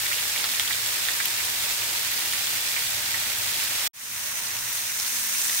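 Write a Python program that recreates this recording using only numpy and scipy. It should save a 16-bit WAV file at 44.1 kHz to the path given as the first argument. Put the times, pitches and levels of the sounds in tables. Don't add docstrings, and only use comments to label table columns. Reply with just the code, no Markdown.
import sys
import numpy as np
from scipy import signal
from scipy.fft import rfft, irfft
from scipy.io import wavfile

SR = 44100
rng = np.random.default_rng(int(sys.argv[2]) if len(sys.argv) > 2 else 0)


def unload_wav(signal):
    wavfile.write(
        sys.argv[1],
        SR,
        np.round(np.clip(np.atleast_2d(signal).T, -1, 1) * 32767).astype(np.int16),
    )


def voltage_ratio(decibels):
    exponent = np.asarray(decibels, float) / 20
    return 10 ** exponent


N = 246959
CUT_S = 3.8772
SHOT_S = CUT_S + .03

# t/s, fizz level/dB
BOIL = [
    [(.05, -28.5), (1.0, -29), (2.2, -29), (2.8, -29), (3.3, -29.4), (3.8, -28.5)],
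    [(4.2, -32), (4.55, -32.5), (4.76, -30.5), (4.9, -31), (5.1, -29), (5.31, -28.5), (5.55, -26.5)],
]


def sizzle(per_s, uneven_db, cycles, surge_db):
    # f/Hz, level/dB per Hz
    slices_colour = [(290, -27), (500, -15), (586, -15), (666, -17), (927, -14), (1030, -11), (1820, -3.5),
                     (2360, -4), (3060, -5.5), (3430, -3.5), (7560, -6.5), (8720, -5.5), (10400, -10),
                     (13800, -7.5), (15500, -8)]
    meat_colour = [(290, -31), (500, -13), (815, -13.5), (982, -6), (1200, -6.5), (1770, -1), (2570, -3),
                   (3280, -5), (3790, -2.5), (4840, -5), (6090, 1), (7670, -5), (8850, 0), (10100, -5.5),
                   (15500, -3.5)]
    # f/Hz, level/dB
    port_balance = [
        [(380, 5), (700, -7), (1200, -3.5), (1800, -4), (2700, -6.5), (4200, -4), (5500, -3), (6500, 2.5),
         (8000, -1.5), (10000, 5), (15000, 1.5)],
        [(380, -1), (700, -1), (1200, -1.5), (1800, -3.5), (2700, -4.5), (4100, -.5), (5200, -3), (6300, -2.5),
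         (7600, -3.5), (8900, 2), (11000, 4), (15000, 1)],
    ]
    fizz_db = in_time(BOIL)
    bubbles_db = bubbling(fizz_db)
    surge = surge_db * drift(22)
    pitches = np.geomspace(600, 15000, 16)
    bursts = 0
    for hz in pitches:
        wait, size, place, sign = rng.random((int(hz * 4) + 3000, 4)).T
        gaps_s = -np.log(1 - wait) / per_s * pitches.sum() / hz
        at = (np.cumsum(gaps_s) * SR).astype(int)
        small = np.clip(np.log(hz / 3500) / np.log(6000 / 3500), 0, 1)
        level_db = (1 - small) * bubbles_db + small * fizz_db + surge + 0.29 * drift(35)
        burst_db = level_db[at % N] - uneven_db * np.log(1 - .98 * size)
        sizes = np.sign(sign - .5) * voltage_ratio(burst_db) * (at < N)
        aside = voltage_ratio(np.outer([1, -1], 1.15 * (place - .5)))
        lag = 6.0 + 26.0 * (place - .5)
        bursts = bursts + ring(at_ports(at, sizes * aside, lag), hz, cycles / hz)

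    hz = np.clip(np.fft.rfftfreq(N, 1 / SR), 1, 15500)
    low_cut = (hz / 500) ** 2 / (1 + (hz / 500) ** 2)
    shots = np.split(np.arange(N), [round(SHOT_S * SR)])
    pans = []
    for colour, balance, part in zip([slices_colour, meat_colour], port_balance, shots):
        f, raw = signal.welch(bursts[:, part], SR, nperseg=128)
        flat = rfft(bursts) / np.sqrt(np.interp(hz, f, raw.mean(0)))
        gain = voltage_ratio(at_hz(colour, hz) + np.outer([.5, -.5], at_hz(balance, hz))) * low_cut
        pan = irfft(flat * gain, N)[:, part]
        steady = rms_one(pan / voltage_ratio(fizz_db[part]))
        pans.append(steady * voltage_ratio(fizz_db[part] + 4.0))
    return np.hstack(pans)


def bubbling(fizz_db):
    simmer_db, share, settle_s = -27.5, 0.16, 0.3
    return -31.5 + share * (fizz_db - simmer_db) - 0.3 * np.exp(-np.arange(N) / SR / settle_s)


def at_ports(at, sizes, lag):
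    out = np.zeros((2, N))
    np.add.at(out[0], np.clip(at, 0, N - 1), sizes[0])
    np.add.at(out[1], np.clip(at + np.round(lag).astype(int), 0, N - 1), sizes[1])
    return out


def ring(clicks, hz, t60):
    r, w = voltage_ratio(-60 / (t60 * SR)), 2 * np.pi * hz / SR
    return signal.lfilter([0, np.sin(w)], [1, -2 * r * np.cos(w), r * r], clicks + 1e-18)


def pops():
    # t/s, left peak level/dB, right peak level/dB, right lag/ms, f/Hz
    big_bubbles = [(.0621, -19, -21, .5, 2060), (.1145, -24, -16, .3, 1800), (.1230, -21, -17, .4, 2300),
                   (.131, -24, -17, .3, 2900), (.184, -24, -16, .3, 3000), (.3615, -19, -17, 0, 2280),
                   (.3985, -28, -20, .4, 2140), (.442, -22, -18, -.2, 1870), (.5971, -20, -17, .5, 2100),
                   (.7082, -24, -14, -.1, 1950), (1.0863, -20, -14, .1, 1850), (1.2015, -19, -15, .5, 1650),
                   (1.2045, -24, -14, .1, 2070), (1.3842, -20, -27, -.1, 2360),
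                   (1.4052, -25, -18, .3, 2200), (1.82, -24, -19, .3, 2800), (2.7645, -18, -16, .4, 2200),
                   (2.770, -24, -18, .3, 2150), (2.777, -26, -17, .1, 2150), (3.1438, -25, -13, -.1, 2000),
                   (3.3181, -24, -21, -.1, 2260), (4.5057, -29, -25, -.1, 1990),
                   (5.3474, -31, -23, .05, 2210), (5.4958, -30, -23, .5, 1940)]
    middling_bubbles = [(.0657, -21, -16, .3, 3500), (.3774, -20, -14, .3, 3150),
                        (.4416, -19, -15, -.05, 4150), (.5972, -12, -9, .3, 3400),
                        (.604, -18, -27, .05, 3440), (.6771, -22, -13, .3, 3300),
                        (.7262, -21, -16, .15, 3430), (.7307, -22, -12, .25, 3630),
                        (.8618, -27, -16, .05, 3400), (.9649, -24, -17, .25, 4700),
                        (1.0525, -28, -19, .3, 3690), (1.0862, -17, -13, .29, 3500),
                        (1.2569, -20, -16, .3, 3100), (2.3255, -22, -18, 0, 3240),
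                        (2.3342, -26, -18, .1, 2000), (2.4703, -28, -16, .2, 3580),
                        (3.0596, -21, -17, .3, 4790), (4.4685, -22, -21, .15, 4510),
                        (4.5892, -26, -17, .15, 5500), (4.7817, -25, -19, .5, 3990),
                        (4.9998, -19, -15, .05, 5400), (5.0641, -19, -21, .05, 4670),
                        (5.4816, -19, -20, -.15, 5800), (5.5894, -25, -18, -.1, 3440)]
    thin_spits = [(.4106, -15, -16, .34, 9000), (.5973, -13, -20, .32, 8510), (.8624, -13, -14, .48, 8410),
                  (.8736, -15, -20, .5, 12340), (1.12, -14, -27, .4, 12750), (1.2032, -14, -20, .2, 8000),
                  (1.2566, -5, -9, .075, 13380), (2.1168, -10, -19, .5, 12170),
                  (2.3352, -11, -15, .1, 9500), (2.8716, -16, -16, .4, 10940),
                  (3.3867, -15, -12, .41, 12060), (3.6393, -15, -13, .36, 11130),
                  (3.7832, -14, -22, -.2, 11520), (4.7307, -13, -19, .45, 12250),
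                  (4.7512, -16, -20, .1, 10510), (4.9999, -15, -18, .1, 10660),
                  (5.0663, -16, -16, .24, 12670), (5.0799, -16, -17, -.1, 9350),
                  (5.1866, -19, -15, .05, 8410), (5.217, -19, -17, 0, 8280), (5.4171, -18, -8, -.2, 8500),
                  (5.4456, -17, -12, 0, 7300), (5.4696, -17, -13, -.1, 9070), (5.4817, -18, -14, 0, 7250)]
    oil_cracks = [(.4415, -14, -11, -.02, 3500), (.4512, -17, -12, 0, 3500), (.4993, -13, -15, .05, 4000),
                  (.5971, -7, -7, .2, 5200), (.8622, -14, -14, .2, 6000), (1.2566, -11, -13, .05, 7000),
                  (1.284, -14, -14, 0, 7000), (1.453, -8, -14, 0, 10000), (1.9769, -19, -13, .1, 4500),
                  (2.3342, -16, -16, .1, 6000), (4.5142, -15, -16, 0, 6000), (4.7822, -19, -15, 0, 7000),
                  (4.9073, -20, -16, .1, 6500), (4.9904, -13, -14, .05, 6000), (4.9998, -15, -14, 0, 6000),
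                  (5.0201, -15, -17, 0, 7000), (5.0799, -15, -16, 0, 7000), (5.1113, -19, -13, .05, 9000),
                  (5.1309, -19, -14, .1, 7000), (5.166, -18, -12, 0, 6500), (5.2386, -16, -15, 0, 8000),
                  (5.4171, -16, -11, 0, 6000), (5.4956, -15, -14, 0, 3500), (5.5474, -10, -18, .09, 9500)]
    kinds = [(big_bubbles, 3.1), (middling_bubbles, 3.0), (thin_spits, 3.8), (oil_cracks, 1.1), (strays(), 2.0)]
    out = np.zeros((2, N + SR))
    t = np.arange(int(.02 * SR)) / SR
    for rows, cycles in kinds:
        for s, left_db, right_db, lag_ms, hz in rows:
            swell_s = cycles / hz / 4.5
            envelope = np.sqrt(t / swell_s * np.exp(1 - t / swell_s))
            burst = envelope * np.sin(2 * np.pi * hz * t)
            for port, (db, late_s) in enumerate([(left_db, 0), (right_db, lag_ms / 1000)]):
                at = round((s + late_s - swell_s) * SR)
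                out[port, at:at + len(t)] += voltage_ratio(db + 1.0) * burst
    thinned = signal.lfilter(*signal.butter(2, 900, "high", fs=SR), out[:, :N])
    return kitchen(thinned)


def strays():
    per_s, over_fizz_db, low_hz, high_hz = 14.0, 6.5, 2200, 11700
    wait, size, side, place, pitch = rng.random((200, 5)).T
    s = .03 + np.cumsum(-np.log(1 - wait)) / per_s
    db = in_time(BOIL)[(s * SR).astype(int) % N] + over_fizz_db - 3.0 * size
    pan_db = 7.8 * (side - .5)
    lag_ms = 0.22 + 0.47 * (place - .5)
    hz = low_hz * (high_hz / low_hz) ** pitch
    rows = np.transpose([s, db + pan_db / 2, db - pan_db / 2, lag_ms, hz])
    return rows[s < N / SR]


def kitchen(x):
    # t/s, left level/dB, right level/dB
    echoes = [
        (.0021, -6, -5),
        (.0044, -11, -9),
        (.0066, -9, -11),
        (.008, -13, -10),
        (.0108, -12, -14),
        (.0135, -14, -14),
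    ]
    t60_s, wall_cut_hz = .1, 3500
    t = np.arange(int(.15 * SR)) / SR
    tail = rng.standard_normal((2, len(t))) * voltage_ratio(-60 * t / t60_s) * np.clip(t / 0.0035, 0, 1)
    reply = voltage_ratio(-2.0) * rms_one(tail) / np.sqrt(len(t))
    for s, left_db, right_db in echoes:
        reply[:, round(s * SR)] += voltage_ratio(np.array([left_db, right_db]))
    reply = signal.lfilter(*signal.butter(1, wall_cut_hz, fs=SR), reply)
    return x + signal.oaconvolve(x, reply, axes=1)[:, :N]


def hood():
    # t/s, level/dB
    draught = [
        [(0, -55.5), (.3, -58.5), (1.3, -59), (1.8, -53.5), (2.1, -61.5), (2.75, -57), (3.2, -55), (3.8, -56)],
        [(4.1, -62), (4.3, -61), (4.85, -61), (5.6, -65)],
    ]
    # f/Hz, width/Hz, level/dB
    duct_modes = [(62, 5, -11.5), (85, 33, -3), (112.5, 12.6, 2), (132.4, 34, -10.5)]
    casing_modes = [(203.2, 23, -3), (246.3, 29, -0.5), (162, 63, -5.5)]
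    air_modes = [(338, 153, -4), (469.4, 30, 0), (590, 39, 2.5), (777, 330, -1.5), (931, 93, 2)]
    rumble = voltage_ratio(-64.5) * hum([(41.4, 28, 0)], 0.46, 1.8)
    duct = voltage_ratio(in_time(draught) + 3.5) * hum(duct_modes, 0.98, 1.7)
    casing = voltage_ratio(by_shot(-59, -58.5) + 0.73 * drift(0.77)) * hum(casing_modes, 0.86, 1.8)
    air = voltage_ratio(by_shot(-48, -53) + 1.2 * drift(1.9)) * hum(air_modes, 0.75, 2.7)
    return rumble + duct + casing + air


def hum(modes, alike, left_db):
    mid, side = sum(voltage_ratio(db) * resonance(hz, width) for hz, width, db in modes)
    ports = np.sqrt(1 + alike) * mid + np.sqrt(1 - alike) * side * [[1], [-1]]
    return rms_one(ports) * voltage_ratio(left_db * np.array([[.5], [-.5]]))


def resonance(hz, width):
    r = np.exp(-np.pi * width / SR)
    sos = [[1 - r * r, 0, r * r - 1, 1, -2 * r * np.cos(2 * np.pi * hz / SR), r * r]] * 2
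    noise = rng.standard_normal((2, N + SR // 2))
    return signal.sosfilt(sos, noise)[:, SR // 2:] * voltage_ratio(drift(3.3))


def drift(rate):
    r = np.exp(-80 * np.pi * rate / SR)
    slow = signal.lfilter([1], [1, -2 * r, r * r], rng.standard_normal(N // 40 + 2002))[2000:]
    return np.interp(np.arange(N) / 40, np.arange(len(slow)), rms_one(slow))


def by_shot(first, second):
    return np.where(np.arange(N) / SR < SHOT_S, first, second)


def in_time(tables):
    t = np.arange(N) / SR
    first, second = [np.interp(t, *np.transpose(table)) for table in tables]
    return by_shot(first, second)


def at_hz(points, hz):
    f, db = np.transpose(points)
    return np.interp(np.log(hz), np.log(f), db)


def rms_one(x):
    return x / np.sqrt(np.mean(x ** 2) + 1e-20)


def scene():
    return sizzle(per_s=18000, uneven_db=0.5, cycles=3.43, surge_db=0.44) + pops() + hood()


def roll_off(x):
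    return signal.sosfilt(signal.butter(12, 17080, fs=SR, output="sos"), x)


def record(dry):
    fade_from_s, fade_s, fade_bend = 3.933, .31, .64
    t = np.arange(N) / SR
    fade_in = np.clip((t - fade_from_s) / fade_s, 0, 1) ** fade_bend
    edited = dry * np.where(t < CUT_S, 1, fade_in)
    top_cut = signal.ellip(12, .5, 75, 15760, fs=SR, output="sos")
    return roll_off(signal.sosfilt(top_cut, edited))


dry = scene()
out = record(dry)
unload_wav(out)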